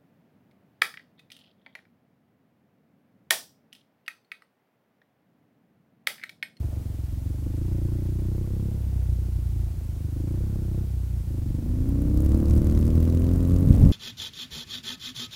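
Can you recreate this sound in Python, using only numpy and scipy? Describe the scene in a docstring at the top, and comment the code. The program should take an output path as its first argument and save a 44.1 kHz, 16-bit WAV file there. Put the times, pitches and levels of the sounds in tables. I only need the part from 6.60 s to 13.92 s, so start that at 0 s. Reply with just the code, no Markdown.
"""A four-stroke single-cylinder motorcycle is ridden over gravel, heard close up on a small camera worn by the rider.
Two short bursts of throttle with coasting between them lead to a long pull towards a hill as the wind rises.
Clicks and suction timed by the engine cycle ring through filters; sweeping tones sing and drone under them.
Shaped noise makes the gas rasp, chain, valve gear, tyres, loose stones and wind; the hard buffets are pulses.
The muffled microphone hisses, and its converter chirps on high crests of the wave."""
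import sys
import numpy as np
from scipy import signal
from scipy.fft import rfft, irfft
from scipy.io import wavfile
from scipy.ndimage import map_coordinates

SR = 44100
rng = np.random.default_rng(int(sys.argv[2]) if len(sys.argv) > 2 else 0)


def to_wav(sig):
    """Store sig (one row per channel, or 1-D mono) as 16-bit WAV at the path in sys.argv[1].

    Samples outside -1..1 are clipped; the rate is SR.
    """
    pcm = np.clip(np.atleast_2d(sig), -1, 1) * 32767
    pcm = np.round(pcm).astype(np.int16)
    wavfile.write(sys.argv[1], SR, pcm.T)  # frames by channels


N = 322812
TIME = np.arange(N) / SR


def from_db(db):
    """Amplitude factor of a level in dB."""
    return 10 ** (np.asarray(db) / 20)


def rms_one(x):
    """Scales a signal to an rms of 1."""
    return x / np.sqrt(np.mean(x ** 2) + 1e-20)


def in_time(rows):
    """Value of a (seconds, value) curve at every sample."""
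    seconds, values = np.transpose(rows)
    return np.interp(TIME, seconds, values)


def ramp(start_s, length_s):
    """Rises evenly from 0 to 1."""
    return np.clip((TIME - start_s) / length_s, 0, 1)


def colour(x, spectrum, size=16384):
    """Causal (minimum-phase) filter with the given spectrum, made by folding its cepstrum."""
    hz, level_db = np.transpose(spectrum)
    grid_hz = np.maximum(np.fft.rfftfreq(size, 1 / SR), 1)
    gain = from_db(np.interp(np.log(grid_hz), np.log(hz), level_db))
    cepstrum = irfft(np.log(gain))
    cepstrum[1:size // 2] *= 2
    cepstrum[size // 2 + 1:] = 0
    impulse = irfft(np.exp(rfft(cepstrum)))
    return signal.fftconvolve(x, impulse)[:len(x)]


def noise(spectrum, gate=1):
    """Gated white noise through a spectrum; rms 1."""
    return rms_one(colour(gate * rng.standard_normal(N), spectrum))


def drift(rate):
    """Smooth curve through random points of spread 1, rate points a second."""
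    points = rng.standard_normal(1024)
    return map_coordinates(points, [TIME * rate], order=3, mode="wrap")


def pulses(cycles, at, spread_db):
    """One click per engine cycle at the given share of it; harmonics near height 1, uneven by spread_db."""
    count = np.floor(cycles - at).astype(int)
    clicks = np.diff(count, prepend=count[0])
    strength = from_db(spread_db * rng.standard_normal(512)[count])
    return clicks * strength / (2 * np.gradient(cycles))


def resonance(hz, centre_hz, width_hz):
    """Gain of a tone that sweeps through a resonance; 1 at its centre, 1/2 at the half-width."""
    return 1 / (1 + ((hz - centre_hz) / width_hz) ** 2)


# Twists of the throttle. Each row: start of opening in seconds, roll-on time in seconds,
# start of closing in seconds, opening from 0 to 1.
THROTTLE_TWISTS = [(0.52, .52, 2.14, 0.8), (3.42, 0.205, 4.23, 0.8), (4.68, 0.071, 7.32, 0.62)]
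ROLL_OFF_S = 0.0946


def throttle_opening():
    """Each twist rolls on, holds and snaps shut."""
    throttle = np.zeros(N)
    for opens_s, roll_on_s, closes_s, opening in THROTTLE_TWISTS:
        throttle += opening * ramp(opens_s, roll_on_s) * (1 - ramp(closes_s, ROLL_OFF_S))
    return throttle


# Path of the exhaust thump to the rider's microphone. Each row: frequency in Hz, gain in dB.
THUMP_PATH = [(20, -31), (35, -20.5), (60, 5), (90, 0), (120, -5), (160, -23), (240, -27), (330, -23.5),
              (420, -43), (1000, -59), (3000, -91.5)]
THUMP_AT = .104  # share of the cycle
# level when coasting, what full throttle and full load add, and the fall per halving below cruising speed
COAST_THUMP_DB, THUMP_THROTTLE_DB, THUMP_LOAD_DB, THUMP_SLOW_DB = -29, 1, 0.05, 9.0
CRUISE_RATE = 30  # firings per second; reference speed for the thump and the gas rasp


def exhaust_thump(cycles, firings, throttle, load, uneven_db):
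    """The silencer thumps once per cycle, more weakly when the engine turns slowly."""
    octaves_slow = np.maximum(np.log2(CRUISE_RATE / firings), 0)
    engine_db = COAST_THUMP_DB + THUMP_THROTTLE_DB * throttle + THUMP_LOAD_DB * load
    thump_db = engine_db - THUMP_SLOW_DB * octaves_slow
    return colour(from_db(thump_db) * pulses(cycles, THUMP_AT, .8 * uneven_db), THUMP_PATH)


# Path of the intake gulp to the rider's microphone. Each row: frequency in Hz, gain in dB.
INTAKE_PATH = [(20, 1.5), (60, 5.5), (120, -0.5), (170, 2.5), (220, 6.5), (270, 12.5), (350, 6.5),
               (420, -14.5), (490, 1), (620, -14), (800, -22.5), (1500, -27), (4000, -58.5)]
INTAKE_SHARE = .123  # share of the cycle for which the valve is open
# level with the throttle shut, and what full throttle and full load add
GULP_DB, GULP_THROTTLE_DB, GULP_LOAD_DB = -50.5, 19, 4.5


def intake(cycles, throttle, load, uneven_db):
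    """Suction through the open valve rings the air box; its constant angle hollows out the eighth harmonic."""
    gulp_db = GULP_DB + GULP_THROTTLE_DB * throttle + GULP_LOAD_DB * load
    chance = rng.standard_normal(512)[cycles.astype(int)]
    valve = (cycles % 1 < INTAKE_SHARE) / (2 * INTAKE_SHARE)
    flow = from_db(gulp_db + 1.4 * uneven_db * chance) * valve
    no_steady_flow = signal.butter(1, 10, "high", fs=SR, output="sos")
    return -colour(signal.sosfilt(no_steady_flow, flow), INTAKE_PATH)


# Colour of the gas rasp at the microphone. Each row: frequency in Hz, relative level in dB.
RASP_COLOUR = [(100, -7.5), (280, -2), (400, -0.5), (500, -1), (620, -4.5), (800, -19.5), (1100, -13),
               (2000, -42.5), (5000, -39)]
# level at cruising speed with the throttle shut, and what full throttle and full load add
RASP_DB, RASP_THROTTLE_DB, RASP_LOAD_DB = -60.0, 6, 10.0


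def gas_rasp(cycles, throttle, load, puff_share=.13, between=0.11, octave_db=3.0):
    """Gas rasps in a fading puff on each cycle, louder per doubling of speed."""
    speed_octaves = np.log2(np.gradient(cycles) * SR / CRUISE_RATE)
    engine_db = RASP_DB + RASP_THROTTLE_DB * throttle + RASP_LOAD_DB * load
    puff = between + np.exp(-(cycles % 1) / puff_share)
    return from_db(engine_db + octave_db * speed_octaves) * noise(RASP_COLOUR, puff)


# Colour of chain, valve gear and tyres close below. Each row: frequency in Hz, relative level in dB.
CLATTER_COLOUR = [(200, -8), (600, 9), (880, 6.5), (1100, -3), (1270, -3.5), (1420, 1), (1650, -5),
                  (1950, -3.5), (3000, -10), (8000, -14.5)]
# level with the throttle shut, and what full throttle and full load add
CLATTER_DB, CLATTER_THROTTLE_DB, CLATTER_LOAD_DB = -61.0, 1.57, 6.0


def running_clatter(throttle, load, patchy_db=1.93):
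    """Chain, valve gear and tyres rustle as noise of uneven strength."""
    clatter_db = CLATTER_DB + CLATTER_THROTTLE_DB * throttle + CLATTER_LOAD_DB * load
    return from_db(clatter_db) * noise(CLATTER_COLOUR, from_db(patchy_db * drift(90)))


# Strength of the wind on the microphone, before its gusts. Each row: time in seconds, level in dB.
WIND_STRENGTH = [(0, -38), (1.2, -37.5), (4.7, -38.5), (5.0, -29.5), (5.4, -29.5), (5.6, -25), (5.97, -22),
                 (6.5, -27.5), (6.9, -26), (7.1, -19), (7.32, -17.5)]
# Colour of the wind on the microphone. Each row: frequency in Hz, relative level in dB.
WIND_COLOUR = [(10, -9.5), (25, 0), (45, 3.5), (90, -2), (165, -3.5), (240, -14.5), (400, -26.5),
               (800, -42), (3000, -73.5)]


def wind(gust_db=0.88):
    """Wind on the microphone makes a lumpy low rumble."""
    return from_db(in_time(WIND_STRENGTH) + gust_db * drift(18)) * noise(WIND_COLOUR)


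# Patches of loose stones under the tyres. Each row: time of the middle in seconds,
# time from there to 1/e of the height in seconds, level at the middle in dB.
STONE_PATCHES = [(0.115, 0.21, -51.5), (2.35, .2, -56), (7.219, .14, -41)]
# Colour of their crunch at the microphone. Each row: frequency in Hz, relative level in dB.
CRUNCH_COLOUR = [(100, -5.5), (380, 0), (650, -2.5), (1000, -14), (1600, -24), (2400, -24.5), (5000, -36.5)]


def loose_stones(lumpy_db=3.5):
    """A lumpy crunch swells and fades as the tyres cross each patch."""
    patches = np.zeros(N)
    for middle_s, half_s, level_db in STONE_PATCHES:
        patches += from_db(level_db) * np.exp(-((TIME - middle_s) / half_s) ** 2)
    return patches * noise(CRUNCH_COLOUR, from_db(lumpy_db * drift(80)))


# the long pull: start and swell time, then centre, half-width and peak level of the pipe resonance
GROWL_START_S, GROWL_SWELL_S = 4.65, 0.44
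GROWL_HZ, GROWL_WIDTH_HZ, GROWL_PEAK_DB = 286.5, 75.8, -32.5


def pipe_growl(cycles, firings):
    """On the long pull the pipe sings on the ninth harmonic, strongest near its resonance."""
    ninth = np.cos(2 * np.pi * 9 * (cycles - .08))
    ring = resonance(9 * firings, GROWL_HZ, GROWL_WIDTH_HZ) * ninth
    return from_db(GROWL_PEAK_DB) * ramp(GROWL_START_S, GROWL_SWELL_S) * ring


# Path of the exhaust bark to the rider's microphone. Each row: frequency in Hz, gain in dB.
BARK_PATH = [(30, -23), (100, -14), (170, -1.5), (240, 3), (320, -1.5), (400, -19), (480, -12.5),
             (600, -19), (800, -43.5), (1100, -33), (1500, -40.5), (4000, -66.5)]
BARK_AT, LOADED_BARK_DB = .53, -33.5  # share of the cycle, level at full load


def exhaust_bark(cycles, load, uneven_db):
    """Under load the exhaust barks once per cycle; its pressure pulse is negative."""
    clicks = pulses(cycles, BARK_AT, 1.273 * uneven_db)
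    return -colour(from_db(LOADED_BARK_DB) * load * clicks, BARK_PATH)


# frame resonance: centre, half-width, peak level at full load
FRAME_HZ, FRAME_WIDTH_HZ, FRAME_DB = 84.1, 17, -16.5


def frame(cycles, firings, load):
    """The unbalanced piston shakes the frame twice per firing; it drones under load near its resonance."""
    drone = from_db(FRAME_DB) * load * resonance(2 * firings, FRAME_HZ, FRAME_WIDTH_HZ)
    return drone * np.cos(4 * np.pi * (cycles - .07))


# Hard buffets of wind on the microphone. Each row: time of the first peak in seconds,
# scale in dB (each peak stands 4.3 dB lower).
WIND_BUFFETS = [(7.028, -10.5), (7.074, -4), (7.107, 0), (7.141, -9), (7.181, -8.5), (7.239, 1),
                (7.258, -4)]


def buffets(buffet_s=0.0029):
    """Each hard buffet pushes the microphone one way, then pulls it back."""
    out = np.zeros(N)
    for peak_s, scale_db in WIND_BUFFETS:
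        age = np.clip((TIME - peak_s) / buffet_s, -10, 10) - 1 / 2
        out -= from_db(scale_db) * 2 * age * np.exp(-2 * age ** 2)
    return out


# Engine speed along the ride. Each row: time in seconds, firings per second.
ENGINE_SPEED = [(0.0, 24.48), (0.5, 21.53), (0.97, 26.6), (1.1, 30.86), (1.17, 28.94), (1.56, 30.2),
                (2.13, 34.16), (2.4, 31.19), (2.93, 28.76), (3.52, 24.52), (3.88, 33.69), (4.13, 30.94),
                (4.22, 32.56), (4.74, 27.44), (4.89, 23.04), (5.05, 26.7), (5.81, 36.84), (6.03, 37.4),
                (6.71, 43.21), (7.32, 46.56)]
CLIMB_S, LOAD_BUILD_S = 4.97, .8  # the slope begins to load the engine; time to full load
# base spread between cycles, throttle shut and wide open; each part scales it
UNEVEN_SHUT_DB, UNEVEN_OPEN_DB = 2.51, 0.35


def scene():
    """Speed, throttle and the load of the slope drive the engine; stones crunch below, wind blows over it."""
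    firings = in_time(ENGINE_SPEED)
    throttle = throttle_opening()
    load = ramp(CLIMB_S, LOAD_BUILD_S)
    uneven_db = UNEVEN_SHUT_DB + (UNEVEN_OPEN_DB - UNEVEN_SHUT_DB) * throttle
    # uneven burns also make the crank run slightly early or late
    cycles = np.cumsum(firings) / SR + .004 * uneven_db * drift(20)
    engine = exhaust_thump(cycles, firings, throttle, load, uneven_db)
    engine += intake(cycles, throttle, load, uneven_db)
    engine += gas_rasp(cycles, throttle, load)
    surroundings = running_clatter(throttle, load) + wind() + loose_stones()
    engine += pipe_growl(cycles, firings)
    engine += exhaust_bark(cycles, load, uneven_db)
    engine += frame(cycles, firings, load)
    return (engine + surroundings + buffets())[None]


# Colour of the microphone's hiss. Each row: frequency in Hz, relative level in dB.
HISS_COLOUR = [(100, 0.69), (1500, 1), (3000, -0.098), (8000, -0.34), (15000, -0.12)]
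CUTOFF_HZ = 15850  # top of the microphone's range


def record(dry, hiss_db=-57.0, swell=6.1, idle_level=.245, sweep_hz=240000, chirp_db=-41.5):
    """The converter's hiss swells with the wave; its idle tone sweeps into earshot near one input level."""
    x = dry[0]
    hiss = from_db(hiss_db) * noise(HISS_COLOUR) * np.hypot(1, swell * np.clip(x, -.25, .25))
    tone_hz = sweep_hz * (x - idle_level)
    # the tone fades out over the last 4 kHz below half the sample rate
    audible = np.clip((SR / 2 - np.abs(tone_hz)) / 4000, 0, 1)
    chirps = from_db(chirp_db) * audible * np.sin(2 * np.pi * np.cumsum(tone_hz) / SR)
    # 4 ms fades of the scene at both ends
    edge = np.clip(np.minimum(TIME, TIME[-1] - TIME) / .004, 0, 1)
    faded = x * np.sin(np.pi / 2 * edge) ** 2
    low_pass = signal.firwin(401, CUTOFF_HZ, fs=SR)
    return signal.fftconvolve(faded + hiss + chirps, low_pass, "same")[None]


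dry = scene()
out = record(dry)
to_wav(out)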